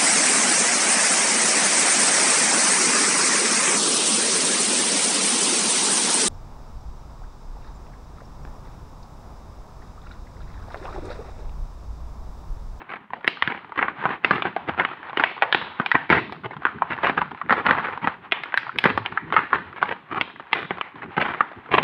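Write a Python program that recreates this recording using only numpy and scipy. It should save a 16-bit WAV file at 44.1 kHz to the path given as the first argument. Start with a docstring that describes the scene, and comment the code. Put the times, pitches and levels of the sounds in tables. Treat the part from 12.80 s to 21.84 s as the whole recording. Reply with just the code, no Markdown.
"""A small room: hands tear open a toy's blister pack close to a phone.
The plastic shell buckles in sharp snaps and tiny crinkles as creases pop through.
The backing card rips in short runs of breaking fibres, the finest of them fizzing.
Fingers rub, bump and tap the pack throughout. Bare walls answer the shell and the card,
and the microphone adds a faint hiss."""
import sys
import numpy as np
from scipy import signal
from scipy.fft import rfft, irfft
from scipy.io import wavfile
from scipy.ndimage import uniform_filter1d, minimum_filter1d, map_coordinates

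SR = 44100
rng = np.random.default_rng(int(sys.argv[2]) if len(sys.argv) > 2 else 0)


def wav_out(sig):
    """Save sig, one row per channel (or a flat mono array), as 16-bit PCM at SR to the path in sys.argv[1]."""
    wavfile.write(sys.argv[1], SR, np.round(np.clip(np.atleast_2d(sig).T, -1, 1) * 32767).astype(np.int16))


N = 398619
FFT_SIZE = 4096
HZ = np.fft.rfftfreq(FFT_SIZE, 1 / SR) + 1
MID_PANEL_HZ = 1500

# Each row: start in seconds, level in dB, panel pitch in Hz, thump in dB, crispness in dB.
SHELL_SNAPS = [(0.334, -24.5, 724, 14, 7), (0.4445, -26.5, 1730, 12, 3), (0.4766, -12.5, 2670, 9.5, 32.5),
               (0.623, -14.5, 2290, -7.5, 9.5), (0.6752, -19.5, 1910, 17, 14),
               (0.9899, -17, 1680, 15, -11.5), (1.0263, -15.5, 2080, 3, -18), (1.082, -20.5, 1420, 14, -17),
               (1.2542, -15.5, 1090, 14, -8.5), (1.446, -12, 2260, 8.5, 15.5), (1.509, -10, 1344, 22, 15),
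               (1.6214, -21.5, 3170, 3.5, -7), (1.7637, -19.5, 706, 5.5, 2.5),
               (1.9975, -15.5, 1804, 13, -3), (2.049, -18, 3170, 0, -17.5), (2.3725, -18.5, 2650, 13.5, 13),
               (2.397, -16, 1520, 12, 17), (2.4371, -9.5, 2580, -2, 5), (2.6223, -8.5, 650, -2.5, -1.5),
               (2.7257, -14.5, 3090, -1.5, 15.5), (2.7463, -11, 3350, 6, 7.5), (2.9986, -16.5, 1250, 17, 2),
               (3.0611, -20.5, 2650, -2, 19.5), (3.1153, -13, 1680, -20.5, 14),
               (3.1522, -7.5, 2070, 11.5, -8), (3.3011, -1, 1964, 19.5, 18), (3.325, -11, 1440, 20.5, 11.5),
               (3.5235, -30.5, 690, 13, 24.5), (3.8517, -13.5, 1430, 6, -6),
               (3.8664, -20, 1420, -3.5, -5.5), (4.0205, -14, 908, -1.5, -20.5),
               (4.2693, -17, 1320, 1, 12.5), (4.296, -18, 1800, 24.5, 8.5), (4.378, -17, 1330, 6, 4.5),
               (4.416, -17.5, 1190, -12, -2), (4.614, -24, 1240, 4, -3), (4.695, -17, 1440, 9.5, -4),
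               (4.7065, -6.5, 1510, 11, 6), (4.7249, -12.5, 864, 14.5, 9), (4.8648, -15, 2550, 10, 5.5),
               (4.8904, -17, 1087, 3.5, -4.5), (4.909, -11.5, 1310, 13, 7), (5.2731, -15, 1100, 9, -3),
               (5.521, -10.5, 2740, -0.5, 7), (5.6353, -26.5, 1910, 1.5, 26), (5.741, -18, 1820, 0, -1),
               (5.7746, -14.5, 1703, -5, 29.5), (5.893, -26, 1190, -11, -5), (5.986, -17.5, 2590, -3.5, 33),
               (6.0397, -14.5, 1947, 24.5, 33), (6.056, -11.5, 1770, 22.5, 16.5),
               (6.176, -16.5, 1100, 13, 18.5), (6.2603, -22.5, 2530, -2.5, 10),
               (6.3736, -17, 1540, -15, -20), (6.5242, -19, 1170, 12, 13.5), (6.5644, -4.5, 1510, -10, -4),
               (6.73, -7, 1350, -2, -3), (7.0272, -12.5, 1070, 11, 8), (7.4111, -17, 3070, 4, 14),
               (7.7302, -11, 2660, 1, 19), (7.9069, -21, 2760, 6, -36), (8.011, -21.5, 2220, -2, 5),
               (8.3785, -17, 850, 23.5, 2), (8.4144, -19.5, 2150, 13, 18), (8.606, -11, 1450, 6.5, -13),
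               (8.984, -13.5, 3070, 9, -14), (9.0293, -13, 1030, 11, 10)]


def snaps(lead_s=0.0077, creak_db=-26, mid_ring_s=0.03):
    """The shell creaks faintly under the thumbs, then gives way. Bigger, lower panels ring longer."""
    out = np.zeros((2, N))
    for start_s, level_db, pitch_hz, thump_db, crisp_db in SHELL_SNAPS:
        tearing = any(pull_s <= start_s <= pull_s + length_s for pull_s, length_s, _, _ in CARD_PULLS)
        run_on = 1.33 if tearing else 1  # the crack runs on through the card
        ring_s = mid_ring_s * (MID_PANEL_HZ / pitch_hz) ** 0.52 * run_on
        snap = amp(level_db) * buckle(pitch_hz, thump_db, crisp_db, ring_s)
        add(out, start_s - lead_s, amp(creak_db) * snap)
        add(out, start_s, snap)
    return out


# Plastic shell response. Each row: frequency in Hz, relative gain in dB.
SHELL_SPECTRUM = [(40, -40.5), (140, -12), (400, -3), (600, -2.5), (850, 6), (1800, 5), (2850, -7),
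                  (3500, -11.5), (4800, -31), (7000, -61.5), (10700, -55), (13500, -69), (15500, -80)]


def buckle(pitch_hz, thump_db, crisp_db, ring_s, travel_s=0.000574):
    """A crease pops through; its bending waves scatter round the shell. Energy of 10 ms at rms 1."""
    t = np.arange(FFT_SIZE) / SR
    scatter = rng.standard_normal((2, FFT_SIZE)) * amp(-60 * t / ring_s)
    push = 1.035 * unit(scatter) / np.sqrt(FFT_SIZE)
    push[1] /= 2  # into the room, scatter evens out over all directions
    push[:, 0] += 1  # the pop itself
    treble_db = crisp_db / (1 + (4200 / HZ) ** 3)
    colour_db = along(SHELL_SPECTRUM, HZ) + panel(pitch_hz, thump_db) + treble_db
    # travel time falls with the root of frequency
    dispersion = np.exp(-4j * np.pi * travel_s * np.sqrt(HZ * pitch_hz))
    snap = irfft(rfft(push) * rfft(radiate(colour_db, ripple_db=4.0)) * dispersion)
    return snap / np.linalg.norm(snap, axis=1, keepdims=True) * np.sqrt(0.01 * SR)


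# Each row: start in seconds, length in seconds, level in dB, pitch of the flexing card in Hz.
CARD_PULLS = [(0.092, 0.075, -35, 1970), (0.679, 0.11, -32, 2170), (0.965, 0.105, -28, 1720),
              (1.211, 0.12, -29.5, 1230), (1.514, 0.095, -28, 3160), (1.649, 0.032, -23, 1340),
              (1.876, 0.028, -24, 1170), (1.975, 0.054, -23, 1530), (2.096, 0.043, -39, 1520),
              (2.384, 0.029, -24.5, 2680), (2.76, 0.125, -38, 3050), (3.145, 0.02, -17.5, 1100),
              (3.294, 0.108, -20, 1990), (3.641, 0.028, -29, 1250), (3.703, 0.05, -39, 1560),
              (4.102, 0.045, -27, 1850), (4.232, 0.083, -23, 2100), (4.362, 0.068, -26.5, 1430),
              (4.694, 0.13, -26, 1260), (4.845, 0.155, -23, 1190), (5.042, 0.1, -32, 1520),
              (5.222, 0.075, -27.5, 1280), (6.04, 0.077, -21, 2240), (6.525, 0.1, -24.5, 1520),
              (6.709, 0.063, -24, 1440), (6.952, 0.19, -37, 3100), (7.079, 0.055, -27.5, 2930),
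              (7.309, 0.12, -28, 1510), (7.741, 0.12, -31, 3000), (8.219, 0.034, -36.5, 1900),
              (8.369, 0.074, -24, 2910), (8.441, 0.12, -28, 2720), (8.914, 0.08, -17, 3130)]
# Backing card response. Each row: frequency in Hz, relative gain in dB.
CARD_SPECTRUM = [(40, -33), (80, -15.5), (180, -8), (400, -6.5), (600, -6.5), (900, 3.5), (1800, 0),
                 (3000, -12), (4000, -25), (6500, -60.5), (10700, -61), (13500, -83)]


def rips(usual_db=-28, grip_s=0.024):
    """Three fibre bundles per pull break in uneven runs, each shaking its own patch of card."""
    out = np.zeros((2, N))
    for start_s, length_s, level_db, pitch_hz in CARD_PULLS:
        pull = pull_force(length_s, grip_s)
        effort_db = level_db - usual_db
        count, rip = len(pull), 0
        for _ in range(3):
            patch_hz = pitch_hz * np.exp(0.14 * rng.standard_normal())
            patch_db = panel(patch_hz, thump_db=10 + 0.3 * effort_db, peak_db=4.5)
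            catching = amp(7.9 * np.clip(wobble(90.1, count), -1.5, 1.3))
            fibres = pull * catching * fractures(count, rate_hz=240, spread_db=3)
            response = radiate(along(CARD_SPECTRUM, HZ) + patch_db, ripple_db=7.0)
            rip = rip + signal.fftconvolve(fibres[None], response, axes=1)
        rip *= np.sqrt(length_s * SR) / (np.linalg.norm(rip[0]) + 1e-9)
        onset_s = start_s - grip_s / 2
        add(out, onset_s, amp(level_db) * rip)
        taut_db = 3.5 * np.log2(pitch_hz / MID_PANEL_HZ)  # taut card sounds higher and fizzes more
        fizz_db = usual_db - 46 + 0.9 * effort_db + taut_db
        add(out, onset_s, amp(fizz_db) * pull * fizz(count))
    return out


def pull_force(length_s, grip_s, release_s=0.024, sag_db=3):
    """One pull takes hold, sags as the card gives way, and lets go."""
    t = np.arange(round((length_s + (grip_s + release_s) / 2) * SR)) / SR
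    hold = np.clip(np.minimum(t / grip_s, (t[-1] - t) / release_s), 0, 1)
    return hold ** 2 * amp(-sag_db * t / length_s)


# Finest fibres. Each row: frequency in Hz, relative gain in dB.
FIZZ_SPECTRUM = [(1500, -30), (4200, 12), (5500, -1), (7000, -5), (10500, -1.5), (12000, -7.5),
                 (14000, -18.5)]


def fizz(count):
    """The finest fibres break in a dense, bright crackle under the tear."""
    breaks = fractures(count, rate_hz=2500, spread_db=6)
    crackle = filtered(breaks, along(FIZZ_SPECTRUM, HZ))
    return unit(crackle * amp(4 * wobble(70, count)))


# Finger activity. Each row: time in seconds, bumping in relative dB, rubbing in relative dB.
GRIP_LEVELS = [(0.0, -57, -40), (0.2, -61, -46.5), (1.66, -50, -35.5), (2.11, -60, -37), (3.15, -67.5, -39),
               (3.55, -47, -46), (3.8, -47.5, -42.5), (4.23, -57, -32.5), (4.58, -57.5, -45.5),
               (4.91, -52.5, -29.5), (5.36, -53.5, -42), (5.64, -60, -37), (6.59, -41.5, -41.5),
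               (7.15, -63, -44), (8.31, -50, -40.5), (8.51, -53, -40), (8.74, -54, -44.5), (9.04, -49, -40)]
# Soft bumps on the pack. Each row: frequency in Hz, relative gain in dB.
BUMP_SPECTRUM = [(25, -35), (75, -3.5), (170, 1.5), (420, -0.5), (800, -51.5), (4000, -100)]


def fingers():
    """Skin creeps over the card in small slips and bumps it softly."""
    times_s, *levels_db = np.transpose(GRIP_LEVELS)
    bump_db, rub_db = (np.interp(np.arange(N) / SR, times_s, db) for db in levels_db)
    slips = fractures(N, rate_hz=6200, spread_db=2.0) * amp(4.9 * wobble(22))
    rub = filtered(slips, along(CARD_SPECTRUM, HZ) + panel(1700, thump_db=0.13, peak_db=-1))
    pressure = rng.standard_normal(N) * amp(7.9 * wobble(26))
    bump = filtered(pressure, along(BUMP_SPECTRUM, HZ))
    return amp(rub_db - 3.5) * unit(rub) + amp(bump_db + 4) * unit(bump)


def crinkles(count=210):
    """Tiny creases pop at random, louder when the grip is restless."""
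    out = np.zeros((2, N))
    times_s, _, rub_db = np.transpose(GRIP_LEVELS)
    starts_s = rng.uniform(0, N / SR, count)
    deviations = np.clip(rng.standard_normal((count, 3)), -1.5, 1.5)
    for start_s, (size, pitch, thump) in zip(starts_s, deviations):
        level_db = np.interp(start_s, times_s, rub_db) + 1.5 + 5 * size
        crease = buckle(1200 * np.exp(0.3 * pitch), 8 + 6 * thump, crisp_db=6.5, ring_s=0.028)
        add(out, start_s, amp(level_db) * crease)
    return out


def taps(count=130, pack_hz=206, ring_cycles=17):
    """Fingertips land softly; the held pack answers each with a short low note of varying pitch."""
    out, t = np.zeros(N), np.arange(FFT_SIZE) / SR
    times_s, bump_db, _ = np.transpose(GRIP_LEVELS)
    starts_s = rng.uniform(0, N / SR, count)
    deviations = np.clip(rng.standard_normal((count, 2)), -1.8, 1.8)
    for start_s, (size, pitch) in zip(starts_s, deviations):
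        cycles = pack_hz * np.exp(0.48 * pitch) * t
        envelope = (1 - np.exp(-cycles)) * amp(-60 * cycles / ring_cycles)
        note = np.sin(2 * np.pi * cycles) * envelope
        level_db = np.interp(start_s, times_s, bump_db) + 10 + 4 * size
        add(out, start_s, amp(level_db) * note / np.abs(note).max())
    return out


# Room decay. Each row: frequency in Hz, time to fall 60 dB in seconds.
ROOM_T60 = [(150, 0.55), (1500, 0.28), (4000, 0.67), (10000, 0.083)]
# Colour of the echo. Each row: frequency in Hz, relative gain in dB.
WALL_SPECTRUM = [(200, -0.5), (800, -1.5), (3300, -4), (4400, -1.5), (6500, -2.5)]


def room(sound, build_s=0.0099, steps=30):
    """Bare walls answer, each frequency dying at its own rate; echo paths change as the pack moves."""
    out, hop = np.zeros(N), N // steps
    for centre in range(0, N + hop, hop):
        span = np.arange(max(centre - hop, 0), min(centre + hop, N))
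        crossfade = np.cos(np.pi / 2 * (span - centre) / hop) ** 2
        hz, t, noise = signal.stft(rng.standard_normal(SR * 2 // 3), SR, nperseg=256)
        decay_db = along(WALL_SPECTRUM, hz)[:, None] - 60 * t / along(ROOM_T60, hz)[:, None]
        envelope = (1 - np.exp(-t / build_s)) * amp(decay_db)
        tail = signal.istft(noise * envelope, SR, nperseg=256)[1]
        echo = signal.fftconvolve(sound[span] * crossfade, tail / np.linalg.norm(tail))
        add(out, span[0] / SR, echo)
    return out


def hiss(level_db=-84.5):
    """The microphone's own faint, steady noise."""
    return amp(level_db) * unit(signal.lfilter([1], [1, -0.6], rng.standard_normal(N)))


def panel(pitch_hz, thump_db, peak_db=10, width_octaves=0.55, thump_hz=550):
    """Gain in dB of a flexing patch: one broad resonance, plus a low push from the whole pack."""
    resonance_db = peak_db * np.exp(-(np.log2(HZ / pitch_hz) / width_octaves) ** 2)
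    return resonance_db + thump_db / (1 + (HZ / thump_hz) ** 4)


def radiate(colour_db, ripple_db, spacing_hz=130):
    """Two responses: to the phone, rippled by modes that shift with every bend; to the room, smooth."""
    modes = map_coordinates(rng.standard_normal(FFT_SIZE // 8), [HZ / spacing_hz], mode="wrap")
    direct_db = colour_db + ripple_db * np.clip(modes, -2, 1)
    return minimum_phase(np.array([direct_db, colour_db]))


def fractures(count, rate_hz, spread_db):
    """Tiny impulses of random time, sign and size."""
    breaks = rng.random(count) < rate_hz / SR
    size = np.clip(rng.standard_normal(count), -2, 2)
    return breaks * rng.choice([-1, 1], count) * amp(spread_db * size)


def wobble(rate_hz, count=N):
    """Smooth random curve with rate_hz knots per second."""
    knots = rng.standard_normal(int(count * rate_hz / SR) + 4)
    return map_coordinates(knots, [np.arange(count) * rate_hz / SR])


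def minimum_phase(gain_db):
    """Shortest impulse response with this gain on the HZ grid."""
    cepstrum = irfft(np.log(amp(gain_db) + 1e-6))
    cepstrum[..., 1:FFT_SIZE // 2] *= 2
    cepstrum[..., FFT_SIZE // 2 + 1:] = 0
    return irfft(np.exp(rfft(cepstrum)))


def filtered(sound, gain_db):
    return signal.fftconvolve(sound, minimum_phase(gain_db))[:len(sound)]


def along(points, hz):
    """Interpolate (Hz, value) points on a log frequency axis."""
    knots_hz, values = np.transpose(points)
    return np.interp(np.log(hz + 1), np.log(knots_hz), values)


def add(track, start_s, sound):
    i = max(round(start_s * SR), 0)
    track[..., i:i + sound.shape[-1]] += sound[..., :max(N - i, 0)]


def amp(db):
    return 10 ** (np.asarray(db) / 20)


def unit(x):
    return x / np.sqrt(np.mean(x ** 2) + 1e-20)


def scene():
    """The pack in the hands and the room around it, in mono."""
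    shell, shell_to_room = snaps() + crinkles()
    card, card_to_room = rips()
    to_room = amp(-15.0) * shell_to_room + amp(-15.5) * card_to_room
    return (shell + card + fingers() + taps() + hiss() + room(to_room))[None]


def record(dry, ceiling=0.92, top_hz=15700):
    """The phone's limiter holds the loudest snaps down; nothing passes above its band limit."""
    needed = np.minimum(1, ceiling / (np.abs(dry) + 1e-9))
    gain = minimum_filter1d(needed, size=441)  # 10 ms hold
    for _ in range(2):
        gain = uniform_filter1d(gain, size=221)
    passband = np.fft.rfftfreq(N, 1 / SR) < top_hz
    return irfft(rfft(dry * gain) * passband, N)


dry = scene()
out = record(dry)
wav_out(out)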